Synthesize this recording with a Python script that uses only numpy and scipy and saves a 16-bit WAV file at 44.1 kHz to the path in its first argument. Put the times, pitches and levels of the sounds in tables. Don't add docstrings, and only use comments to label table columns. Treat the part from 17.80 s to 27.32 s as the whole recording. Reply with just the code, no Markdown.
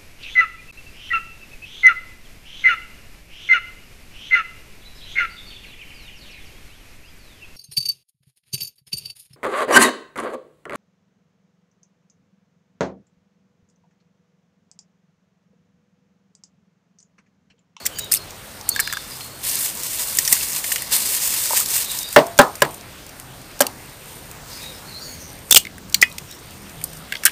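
import sys
import numpy as np
from scipy import signal
from scipy.io import wavfile

SR = 44100
rng = np.random.default_rng(int(sys.argv[2]) if len(sys.argv) > 2 else 0)


def wrap_up_sound(samples):
    columns = np.atleast_2d(samples).T
    tamed = np.clip(columns, -1, 1)
    steps = np.round(tamed * 32767).astype(np.int16)
    wavfile.write(sys.argv[1], SR, steps)


def magnitude_from_level(level_db):
    exponent = np.asarray(level_db, float) / 20
    return 10 ** exponent


N = 419743
T = np.arange(N) / SR


def rms_one(x):
    return x / np.sqrt(np.mean(x ** 2) + 1e-20)


def peak_one(x):
    return x / np.max(np.abs(x))


def add(out, s, piece):
    i = round(s * SR)
    out[i:i + len(piece)] += piece[:N - i]


def fading(t60, size):
    return magnitude_from_level(-60 * np.arange(size) / SR / t60)


def passed(x, hz, kind, order=2):
    return signal.sosfilt(signal.butter(order, hz, kind, fs=SR, output="sos"), x)


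def resonance(x, hz, width_hz):
    r = np.exp(-np.pi * width_hz / SR)
    return signal.lfilter([1 - r * r, 0, r * r - 1], [1, -2 * r * np.cos(2 * np.pi * hz / SR), r * r], x)


def drift(rate_hz, spread_db):
    step = 100
    r = np.exp(-2 * np.pi * rate_hz * step / SR)
    coarse = rng.standard_normal(N // step + 1002)
    slow = signal.lfilter([1], [1, -2 * r, r * r], coarse)[1000:]
    return np.interp(np.arange(N) / step, np.arange(len(slow)), magnitude_from_level(spread_db * rms_one(slow)))


def coloured(source, spectrum, patchy_db, patch_hz, first):
    out = 0
    edges = 25 * 2 ** np.arange(0, 9, .4)[first:]
    hz, level_db = np.transpose(spectrum)
    for k, (low, high) in enumerate(zip(edges, edges[1:])):
        band_db = np.interp(np.log(low * high) / 2, np.log(hz), level_db)
        sign = (-1) ** k
        out = out + sign * magnitude_from_level(band_db) * drift(patch_hz, patchy_db) * passed(source, [low, high], "band")
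    return rms_one(out)


def grains(per_s, spread_db, size):
    strengths = magnitude_from_level(spread_db * np.minimum(rng.exponential(1, size), 4))
    return strengths * rng.choice([-1, 1], size) * (rng.random(size) < per_s / SR)


def held(start, end, rise_db, fall_db):
    return -rise_db * np.maximum(start - T, 0) - fall_db * np.maximum(T - end, 0)


def walls(x, t60):
    echo = passed(rng.standard_normal(14000), 580, "high") * fading(t60, 14000)
    return signal.fftconvolve(x, echo / np.sqrt(np.sum(echo ** 2)))[:N]


def air():
    # frequency in Hz, level in dB per Hz.
    air_spectrum = [(15, -43), (25, -6.5), (133, -3.5), (171, -5.5), (204, -7.5), (346, -8), (797, -12),
                    (905, -12), (1840, -15), (5440, -19), (6020, -22), (9020, -21.5), (10500, -17.5),
                    (13600, -55), (22000, -120)]
    # time in seconds, level in dB.
    breeze = [(0, -46.5), (4.3, -46.5), (5.6, -49), (7.2, -47), (7.9, -51), (9.52, -47.5)]
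    breeze_db = np.interp(T, *np.transpose(breeze))
    rumble_db = -46.5 + 2.5 * np.exp(-(T - 7.7) ** 2)
    noise = coloured(rng.standard_normal(N), air_spectrum, 1.92, 6.3, first=0)
    hiss = rms_one(passed(noise, 420, "high", order=4))
    rumble = rms_one(passed(noise, 311, "low", order=4))
    return magnitude_from_level(breeze_db + 5.5) * hiss + magnitude_from_level(rumble_db) * rumble


def birds():
    # start in seconds, length in seconds, pitch in Hz, blur width in Hz, level in dB.
    squeaks = [(.0, 0.08, 4430, 400, -43), (0.975, 0.25, 4830, 500, -39), (1.3, 0.091, 4900, 400, -41),
               (6.699, 0.15, 4820, 700, -42), (6.916, .087, 5300, 500, -48),
               (7.204, 0.098, 4600, 350, -38.5), (7.205, 0.18, 6800, 450, -46),
               (7.391, 0.15, 6030, 695, -44), (6.758, 0.18, 2400, 600, -48), (7.058, 0.13, 4400, 500, -48),
               (7.19, 0.09, 5600, 250, -47), (8.475, 0.11, 5550, 400, -47), (8.501, .03, 3700, 300, -45),
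               (4.05, .14, 3760, 500, -34.5), (7.296, .14, 4460, 500, -52)]
    # start in seconds, length in seconds, first Hz, last Hz, level in dB.
    whistles = [(0.111, 0.17, 3050, 3020, -44), (0.152, 0.075, 4700, 4750, -38),
                (.153, 0.12, 6800, 6900, -41.5), (0.19, 0.11, 3850, 3780, -38),
                (0.331, 0.15, 4300, 4170, -44), (.86, 0.038, 4260, 4450, -45),
                (0.898, 0.048, 4440, 4450, -30), (0.952, 0.048, 4470, 4200, -35),
                (0.933, 0.091, 3600, 3600, -37.5), (0.997, 0.046, 4160, 4120, -34),
                (1.02, 0.073, 3600, 3600, -37), (1.042, 0.064, 4060, 4250, -37),
                (1.09, 0.037, 4070, 3900, -38), (1.103, 0.12, 3540, 3580, -36.5),
                (1.41, 0.069, 4250, 4350, -40), (1.47, 0.15, 4400, 4350, -50),
                (.915, 0.031, 6500, 6440, -38), (1.54, .07, 8250, 8300, -51), (3.16, 0.16, 4260, 4200, -41),
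                (4.199, 0.14, 3720, 3800, -36.5), (4.243, 0.085, 4730, 4760, -37),
                (6.7, 0.079, 3900, 3880, -51), (6.7, 0.11, 6150, 6100, -50),
                (6.801, 0.15, 3750, 3840, -39.5), (7.043, 0.09, 4130, 4420, -46),
                (7.108, 0.098, 4000, 4090, -41), (7.142, 0.076, 4250, 4250, -36.5),
                (7.241, .14, 4370, 4500, -43.5), (7.22, 0.23, 6640, 6450, -47)]
    rise_hz, sag_hz_per_s = 250, 2700
    blur_hz, steadiness = 210, .55
    far = [(s, length, hz, rise_hz - sag_hz_per_s * length, db, width_hz, 0)
           for s, length, hz, width_hz, db in squeaks]
    near = [(s, length, (first + last) / 2, last - first, db, blur_hz, steadiness)
            for s, length, first, last, db in whistles]
    out = np.zeros(N)
    for s, length, hz, glide_hz, db, width_hz, steady in far + near:
        size = round(length * SR)
        phase = 2 * np.pi * np.cumsum(hz + glide_hz * np.linspace(-.5, .5, size)) / SR
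        blur = rms_one(passed(rng.standard_normal((2, 12000)), width_hz / 2, "low"))[:, -size:]
        note = (steady + blur[0]) * np.cos(phase) + blur[1] * np.sin(phase)
        swell = np.sin(np.pi * np.linspace(0, 1, size) ** 0.57)
        add(out, s, magnitude_from_level(db) * rms_one(note) * swell)
    return out


def engines():
    # start in seconds, length in seconds, first Hz, last Hz, level in dB.
    drones = [(0, 1.34, 97, 91.2, -50), (1.15, 0.69, 133, 136.7, -48.5), (.8, 0.6, 152, 154, -58),
              (5.9, 0.98, 125, 129.5, -52), (6, 1.5, 147, 148.6, -53), (6.7, 3.7, 84, 88.5, -55),
              (7.6, 1, 42, 45, -61), (7.6, 0.82, 188, 192.4, -46.5), (7.8, 1.28, 133, 127.2, -53),
              (8.65, 0.3, 200, 202, -48), (8.95, 0.34, 156, 156, -45), (8.2, 1.3, 170, 160, -56)]
    out = np.zeros(N)
    for s, length, first_hz, last_hz, db in drones:
        size = round(length * SR)
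        turns = np.cumsum(np.linspace(first_hz, last_hz, size) * drift(2.5, .08)[:size]) / SR
        swell = np.sin(np.pi * np.linspace(0, 1, size)) ** .6
        add(out, s, magnitude_from_level(db) * drift(4, 2.5)[:size] * np.sin(2 * np.pi * turns) * swell)
    return out


def fracture(bright_db, ring_db, hz, t60, squeezed=False):
    # ratio to its pitch, level in dB.
    piece_modes = [(0.985, 6), (1.346, -5.5), (1.618, -7), (0.82, -1.5)]
    size = 2200
    rise_s = 0.0018 if squeezed else 0.0012
    rise = np.minimum(np.arange(size) / (rise_s * SR), 1)
    spray = (rng.standard_normal(size) + .5 * grains(4000, 6.7, size)) * rise * fading(t60, size)
    centre_hz, width_hz, spread = (9800, 2700, .06) if squeezed else (7860, 3700, .26)
    own_hz = centre_hz * (1 + spread * rng.uniform(-1.35, 1))
    bright = passed(resonance(spray, own_hz, width_hz), 4500, "high")
    bent = resonance(spray * fading(11 * t60, size), 1.11 * hz, 0.51 * hz)
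    ring = sum(magnitude_from_level(db) * resonance(bent, hz * ratio, 0.085 * hz) for ratio, db in piece_modes)
    thump = resonance(spray, 260, 720)
    thump_db = 3.2 * bright_db - 35.4
    return magnitude_from_level(bright_db) * peak_one(bright) + magnitude_from_level(ring_db - 4) * peak_one(ring) + magnitude_from_level(thump_db) * peak_one(thump)


def snaps():
    # start in seconds, bright peak in dB, ring in dB, ring in Hz.
    squeezes = [(.056, -24, -12, 7300), (.0586, -23, -14.5, 2040), (.0605, -16, -13, 5430),
                (.063, -19, -4.5, 7430), (.0655, -9.5, -14.5, 3300), (.068, -25, -18, 5300),
                (.071, -30, -23, 2400), (.1858, -13.5, -21, 1740), (.3165, -11, -7, 5300),
                (.32, 1.5, -19, 5140), (.3225, -11, -8, 5100), (.314, -10, -20, 1770),
                (.351, -14, -18, 4900), (.362, -22, -23, 2770), (.366, -11, -20, 6500),
                (.371, -15, -16, 5300), (.376, -27, -28, 5330), (.3294, -5, -15, 2600),
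                (.3373, 0.5, -16, 2230), (.3461, -0.5, -13, 3630), (.3563, -12, -20, 2780),
                (.8898, -1.5, -39, 6900), (.892, -20, -13, 7300), (.9489, -24, -23, 3640),
                (1.4076, -37, -19.5, 3200), (9.013, -30, -24, 2210), (9.0388, -3.5, -25, 5300),
                (9.3222, -17, -7.5, 1990), (9.337, -38, -20, 2120), (9.3525, -33, -17, 3200),
                (9.353, -40, -15, 2090), (9.3675, -38, -19, 3400), (9.4355, -20, -18, 6000),
                (.884, -40, -26.5, 2210), (9.4522, 5, -13, 2600), (9.457, -5, -7, 6000),
                (9.461, -2, -2, 2010), (9.4645, -9, -6, 2900), (9.468, -18, -22, 4300),
                (9.473, -32, -9, 2900), (9.485, -38, -23, 2900), (9.493, -32, -20, 2500),
                (9.502, -32, -28, 3000)]
    # start in seconds, bright peak in dB, ring in dB.
    drops = [(.961, -12.5, -10), (0.993, -17, -5.5), (.999, -6.5, -11), (1.002, -8.5, -16),
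             (1.006, -12, -20), (1.0733, -16.5, -9.5), (1.0985, -31, -19), (1.126, -13, -11),
             (1.134, -17, -13), (1.142, -37, -22), (1.17, -23, -11.5), (9.435, -16, -13.5),
             (9.442, -34, -29), (9.453, -18, -15), (9.456, -14, -3.5), (9.4617, -1.5, -4.5),
             (9.467, -7, -6), (9.478, -31, -9)]
    # start in seconds, bright peak in dB, ring in dB, Hz.
    creases = [(1.6945, -13, -31, 4350), (2.3264, -22, -28, 5200), (2.3861, -0.5, -9.5, 1820),
               (2.388, -12, -9, 8100), (2.565, -30, -16.5, 1950), (2.92, -30, -13.5, 2900),
               (2.959, -30, -17, 2900), (2.98, -32, -18, 2900), (2.922, -20, -5, 8900),
               (2.387, -17, -11, 6400), (2.45, -11, -7, 6000), (2.476, -7, -15, 1860),
               (2.477, -25, -10, 5770), (2.5256, 6, -9, 1950), (2.5257, -19, -4, 5530),
               (2.6086, -28, -16, 2590), (2.8419, -17, -14.5, 1970), (2.9178, -16, -10.5, 1860),
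               (2.9585, -11.5, -12, 1860), (3.02, -14, -18.5, 1930), (3.5646, -28, -29, 4480),
               (3.7062, -23, -12.5, 920), (3.7308, -23, -10, 910), (3.732, -30, -22, 520),
               (3.706, -30, -21, 620), (3.808, -27, -20, 1240), (4.193, -30, -32, 910),
               (3.765, -33, -21, 2100), (6.8294, -36, -32, 3820)]
    # start in seconds, bright peak in dB, ring in dB, ring in Hz.
    crunch = [(7.7099, 8.5, -11, 3670), (7.7145, -10, -15, 3520), (7.724, 9, 0.5, 3410),
              (7.7262, 2.5, 4, 3570), (7.7458, 7.5, 5.5, 3320), (7.748, -4, -7, 3440),
              (7.7075, -14, -30, 3500), (7.7205, -18, -3, 3570), (7.7745, 4.5, -8, 2900),
              (7.7595, 7, 2, 2900), (7.7615, 2, 7, 2980), (7.765, 9.5, 8, 3430), (7.768, 3, 12, 3000),
              (7.7716, 8, 6, 2860), (7.779, -19, -15, 3000)]
    # start in seconds, bright peak in dB, ring in dB, ring in Hz.
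    cracks = [(4.388, -33, -10, 2780), (4.4665, -22.5, -70, 704), (4.615, -14, -16, 3320),
              (4.8192, -9, -6, 2970), (4.849, -20, -15, 1720), (5.8055, -24, -27, 4550),
              (5.8095, 2, -15, 3200), (5.8185, -5, -8, 3040), (5.866, -13, -13, 4470),
              (5.8662, -14, -16, 2900), (7.8502, -24, -15, 2190), (7.8682, -33, -16.5, 2190),
              (7.9807, -30, -25.5, 1970), (8.1435, -0.5, 0.5, 4490), (8.1437, -29, -7, 2320),
              (8.213, -26, -22, 4000), (8.2144, -10, -7.5, 5030), (8.216, -7, -10, 7000),
              (8.2252, -4.5, -0.5, 5010), (8.227, -18, 5, 1970), (8.2345, -24, -5, 1970),
              (8.243, -40, -23, 3450), (8.298, -31, -40, 4000), (8.315, -32, -23.5, 4000),
              (8.3825, -40, -18, 2500), (8.097, -30, -45, 5500), (8.525, -40, -30, 4000)]
    # start in seconds, peak in dB.
    ticks = [(0.054, -14), (0.1924, -11.5), (0.2441, -24), (0.506, -24), (0.811, -25), (2.762, -7),
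             (4.1157, -12), (4.23, -15), (4.288, -17.5), (4.3273, -11), (4.578, -13), (4.754, -19.5),
             (4.8045, -21), (4.909, -21), (4.944, -22), (5.01, -24), (5.2651, -26.5), (5.292, -27),
             (5.398, -17.5), (5.792, -19), (6.5133, -20), (7.6964, -19), (8.125, -22), (8.3242, -21.5),
             (8.3823, -14), (8.511, -23.5), (8.895, -31), (9.132, -26), (9.1698, -29)]
    flecks = [5.615, 5.713, 7.3465, 7.4255, 7.5015, 7.5885, 8.5243, 8.588, 8.707]
    # frequency in Hz, width in Hz, level in dB.
    shell_modes = [(4600, 270, -9), (5540, 590, -11), (7400, 870, -20.5), (8800, 720, -15.5)]
    scatter = 1 + 0.048 * rng.standard_normal(len(drops))
    pitched_drops = [(*row, 1647 * k) for row, k in zip(drops, scatter)]
    kinds = [(squeezes, 0.02, True), (pitched_drops, 0.015, False), (creases, 0.025, False),
             (crunch, 0.0097, False), (cracks, 0.019, False)]
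    out = np.zeros(N)
    for rows, t60, squeezed in kinds:
        for s, bright_db, ring_db, hz in rows:
            add(out, s - .0005, fracture(bright_db, ring_db, hz, t60, squeezed))
    for s, db in [*ticks, *((s, -32) for s in flecks)]:
        add(out, s - .0009, fracture(db - 2, db - 15, 2460, 0.02))
    return out + sum(magnitude_from_level(db) * resonance(out, hz, width_hz) for hz, width_hz, db in shell_modes)


def insect():
    # start in seconds, end in seconds, level at the end in dB.
    spells = [
        (.2, .9, -50.5),
        (4.4, 4.94, -46),
        (5.3, 6.46, -49.5),
        (6.95, 7.716, -49),
        (8.2, 9.197, -49.5),
    ]
    hz, width_hz, strokes_per_s = 9050, 450, 81
    swell_db, edge_db = 9, 150
    turns = np.cumsum(strokes_per_s * drift(1.9, 0.06)) / SR
    strokes = (.5 + .5 * np.sin(2 * np.pi * turns)) ** 1.8
    band = resonance(resonance(rng.standard_normal(N), hz, width_hz), hz, width_hz)
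    song = rms_one(band * (0.56 + strokes))
    return song * sum(magnitude_from_level(db + held(end, end, swell_db, 0) + held(start, end, edge_db, edge_db))
                      for start, end, db in spells)


def pressure(touches, tighten_db):
    loosen_db = 183
    return np.sqrt(sum(magnitude_from_level(2 * (db + held(s, s + hold, tighten_db, loosen_db))) for s, db, hold in touches))


def fumbling():
    # frequency in Hz, level in dB per Hz.
    crinkle = [(2600, -7), (4000, -5.5), (5200, -4.5), (6500, -3), (8500, 4), (10000, 3)]
    # frequency in Hz, level in dB per Hz.
    rub = [(300, -50), (500, 3.5), (740, -14.5), (930, -1.5), (1360, -8.5), (1870, -1), (3200, -7.5),
           (4500, -4), (6500, -1)]
    # frequency in Hz, width in Hz, level in dB.
    film_bands = [(980, 260, -5.5), (1860, 190, -9), (2240, 210, -6), (2810, 160, 0), (3450, 180, -19),
                  (4250, 220, 3), (4900, 300, 0), (5940, 140, -14), (3600, 170, 2)]
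    # start in seconds, crinkle in dB, hold in seconds.
    grip_rows = [(1.3, -38.5, 0.16), (1.68, -24, 0.19), (1.97, -32, 0.043), (2.04, -28, 0.16),
                 (2.28, -26.5, 0.24), (2.53, -20, 0.012), (2.585, -25, .02), (2.63, -26, 0.046),
                 (2.74, -24, 0.034), (2.9, -27.5, 0.036), (3.22, -23.5, 0.11), (3.345, -21, 0.0058),
                 (3.43, -22, 0.043), (3.53, -21, 0.056), (3.63, -23, 0.17), (3.77, -17, 0.017),
                 (3.91, -21.5, 0.068), (3.96, -24, 0.065), (4.11, -27.5, 0.084), (4.33, -30, 0.0091),
                 (6.27, -48, 0.096)]
    # start in seconds, crinkle in dB, hold in seconds.
    snatches = [
        (1.635, -29.5, 0.029),
        (2.195, -24.5, 0.026),
        (2.845, -27.5, 0.014),
        (3.122, -17.5, 0.026),
    ]
    # start in seconds, rub in dB, hold in seconds.
    slide_rows = [
        (.95, -40.5, 0.3),
        (2.99, -36, 0.15),
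        (6.71, -40, 0.13),
        (6.87, -45, 0.099),
    ]
    tighten_db, snatch_db = 232, 1500
    clumps = drift(60, 2.4)
    patter = rms_one(grains(3000 * clumps, 2.7, N))
    lone_clicks = rms_one(grains(160 * clumps, 0.93, N))
    crackle = patter + 0.12 * lone_clicks
    film = coloured(crackle + 0.6 * rng.standard_normal(N), crinkle, 1.65, 9.1, first=16) * clumps ** 0.24
    skin = coloured(0.38 * crackle + rng.standard_normal(N), rub, 0.35, 40, first=9) * clumps ** 0.74
    skin = skin + sum(magnitude_from_level(db) * resonance(skin, hz, width_hz) for hz, width_hz, db in film_bands)
    grips = np.hypot(pressure(grip_rows, tighten_db), pressure(snatches, snatch_db))
    slides = pressure(slide_rows, tighten_db)
    return (grips + magnitude_from_level(-4) * slides) * rms_one(film) + (slides + magnitude_from_level(-7) * grips) * rms_one(skin)


def pops():
    # start in seconds, peak in dB.
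    film_pops = [(1.6364, -26), (1.6496, -17), (1.7544, -9), (1.9515, -17), (1.972, -17), (2.0343, -9.5),
                 (2.3506, -11), (2.371, -6), (2.6858, -14), (2.7312, -10), (3.2725, -10), (3.4251, -9),
                 (3.5872, -19), (3.6326, -23), (3.6531, -26), (3.7314, -8), (3.8596, -10), (3.8871, -12),
                 (3.9624, -6.5), (4.152, -15), (4.1884, -10)]
    out = np.zeros(N)
    for s, db in film_pops:
        add(out, s - .0009, fracture(db - 1, db - 21, 2800, 0.015))
    return out


def knocks():
    # start in seconds, blow in dB, crack in dB, contact in seconds, tail in dB.
    blows = [
        (4.3615, 12.5, 5, 0.00091, -10),
        (4.589, 10, 13, 0.001, -10),
        (4.82, 5.5, 5, 0.0015, -20.5),
        (5.8052, -1.5, 3.5, 0.0015, -21.5),
        (8.2254, 6.5, -9, .001, -47),
        (7.7143, -7, -40, .001, -60),
    ]
    # frequency in Hz, level in dB, t60 in seconds.
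    tub = [
        [(260.4, -10, 0.13), (143, -15.5, 0.13), (462, -4.5, 0.11), (395, -2.5, .07), (587.4, 2.5, 0.11),
         (683, -25, 0.55), (641, -9, 0.18), (746, -3, 0.067), (1022, -8, 0.042), (308, -13, 0.11),
         (847, -0.5, 0.062), (1353, 2.5, 0.031), (1784, -3, 0.043), (2034, -13, 0.062), (1970, -4, 0.04)],
        [(250, -9, 0.083), (581.5, 1, 0.067), (797, -6.5, 0.11), (848, 1, 0.026), (432, -20, 0.1),
         (1010, -7.5, 0.079), (1248, -27, 0.29), (1304, -19, 0.18), (1427, -14.5, 0.13), (1588, -3, 0.043),
         (144.3, -23, 0.14), (1723, -20, 0.14)],
        [(142, -19, 0.12), (448, -16.5, 0.09), (570, -1, 0.032), (786, -15.5, 0.058), (1010, -4.5, 0.035),
         (1670, -1, 0.022), (1970, -16, 0.033), (2900, -7, 0.015)],
        [(264, -3, .1), (572, 7, 0.064), (805, 0.5, 0.037), (990, -15, 0.062), (1380, -5, 0.033),
         (1610, 4, 0.032), (3040, -22, 0.041)],
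        [(1780, -16, 0.067), (1970, 3, 0.03), (2400, 2.5, 0.022), (2500, -26, 0.21), (2520, -26, 0.13),
         (2010, -30, 0.19), (2900, -20, 0.076), (3430, -27, 0.086)],
        [(3520, 0, 0.05), (3400, -8, .05)],
    ]
    # band centre in Hz, level in dB, t60 in seconds.
    tub_tail = [(196, -6.5, 0.16), (400, -6, 0.28), (790, -0.5, 0.27), (1440, 5, 0.1), (3200, -7, 0.16),
                (6400, -16.5, 0.24)]
    out, size = np.zeros(N), 14000
    t = np.arange(size) / SR
    for (s, blow_db, crack_db, contact_s, tail_db), modes in zip(blows, tub):
        noise = rng.standard_normal((3, size))
        body = np.zeros(size)
        for hz, db, t60 in modes:
            buildup = 1 - np.exp(-t * hz / 1.77)
            tone = np.sin(2 * np.pi * hz * t + rng.uniform(0, 2 * np.pi))
            wander = rms_one(passed(rng.standard_normal(size), 34, "low"))
            flutter = magnitude_from_level(2.2 * np.tanh(t / 0.044) * wander)
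            body += magnitude_from_level(db) * fading(t60, size) * buildup * tone * flutter
        crack = peak_one(passed(noise[0], 960, "high") * fading(0.025, size))
        tail = np.zeros(size)
        for k, (hz, db, t60) in enumerate(tub_tail):
            band = passed(noise[1 + k % 2], [hz / 1.27, hz * 1.41], "band")
            tail += magnitude_from_level(db) * rms_one(band) * fading(t60, size)
        swell = 1 - np.exp(-t / contact_s)
        add(out, s, magnitude_from_level(blow_db) * peak_one(body) + magnitude_from_level(crack_db) * crack + magnitude_from_level(tail_db) * tail * swell)
    return out


def scene():
    shell, song = snaps(), birds()
    near = shell + magnitude_from_level(-17.5) * walls(shell, 0.14) + knocks() + fumbling() + pops()
    far = song + magnitude_from_level(-6) * walls(song, .45) + insect() + air() + engines()
    return (near + far)[None]


def roll_off(x):
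    return signal.sosfilt(signal.butter(12, 16620, fs=SR, output="sos"), x)


def record(dry):
    edge_hz, mirror_db, top_hz, overload = 10510, -2, 15660, 3.5
    x = passed(dry, edge_hz, "low", order=22)
    x = x * (1 + magnitude_from_level(mirror_db) * (-1.) ** np.arange(N))
    x = np.clip(x, -overload, overload)
    x = signal.sosfilt(signal.cheby2(14, 60, top_hz + 300, fs=SR, output="sos"), x)
    return roll_off(np.clip(x, -.97, .97))


dry = scene()
out = record(dry)
wrap_up_sound(out)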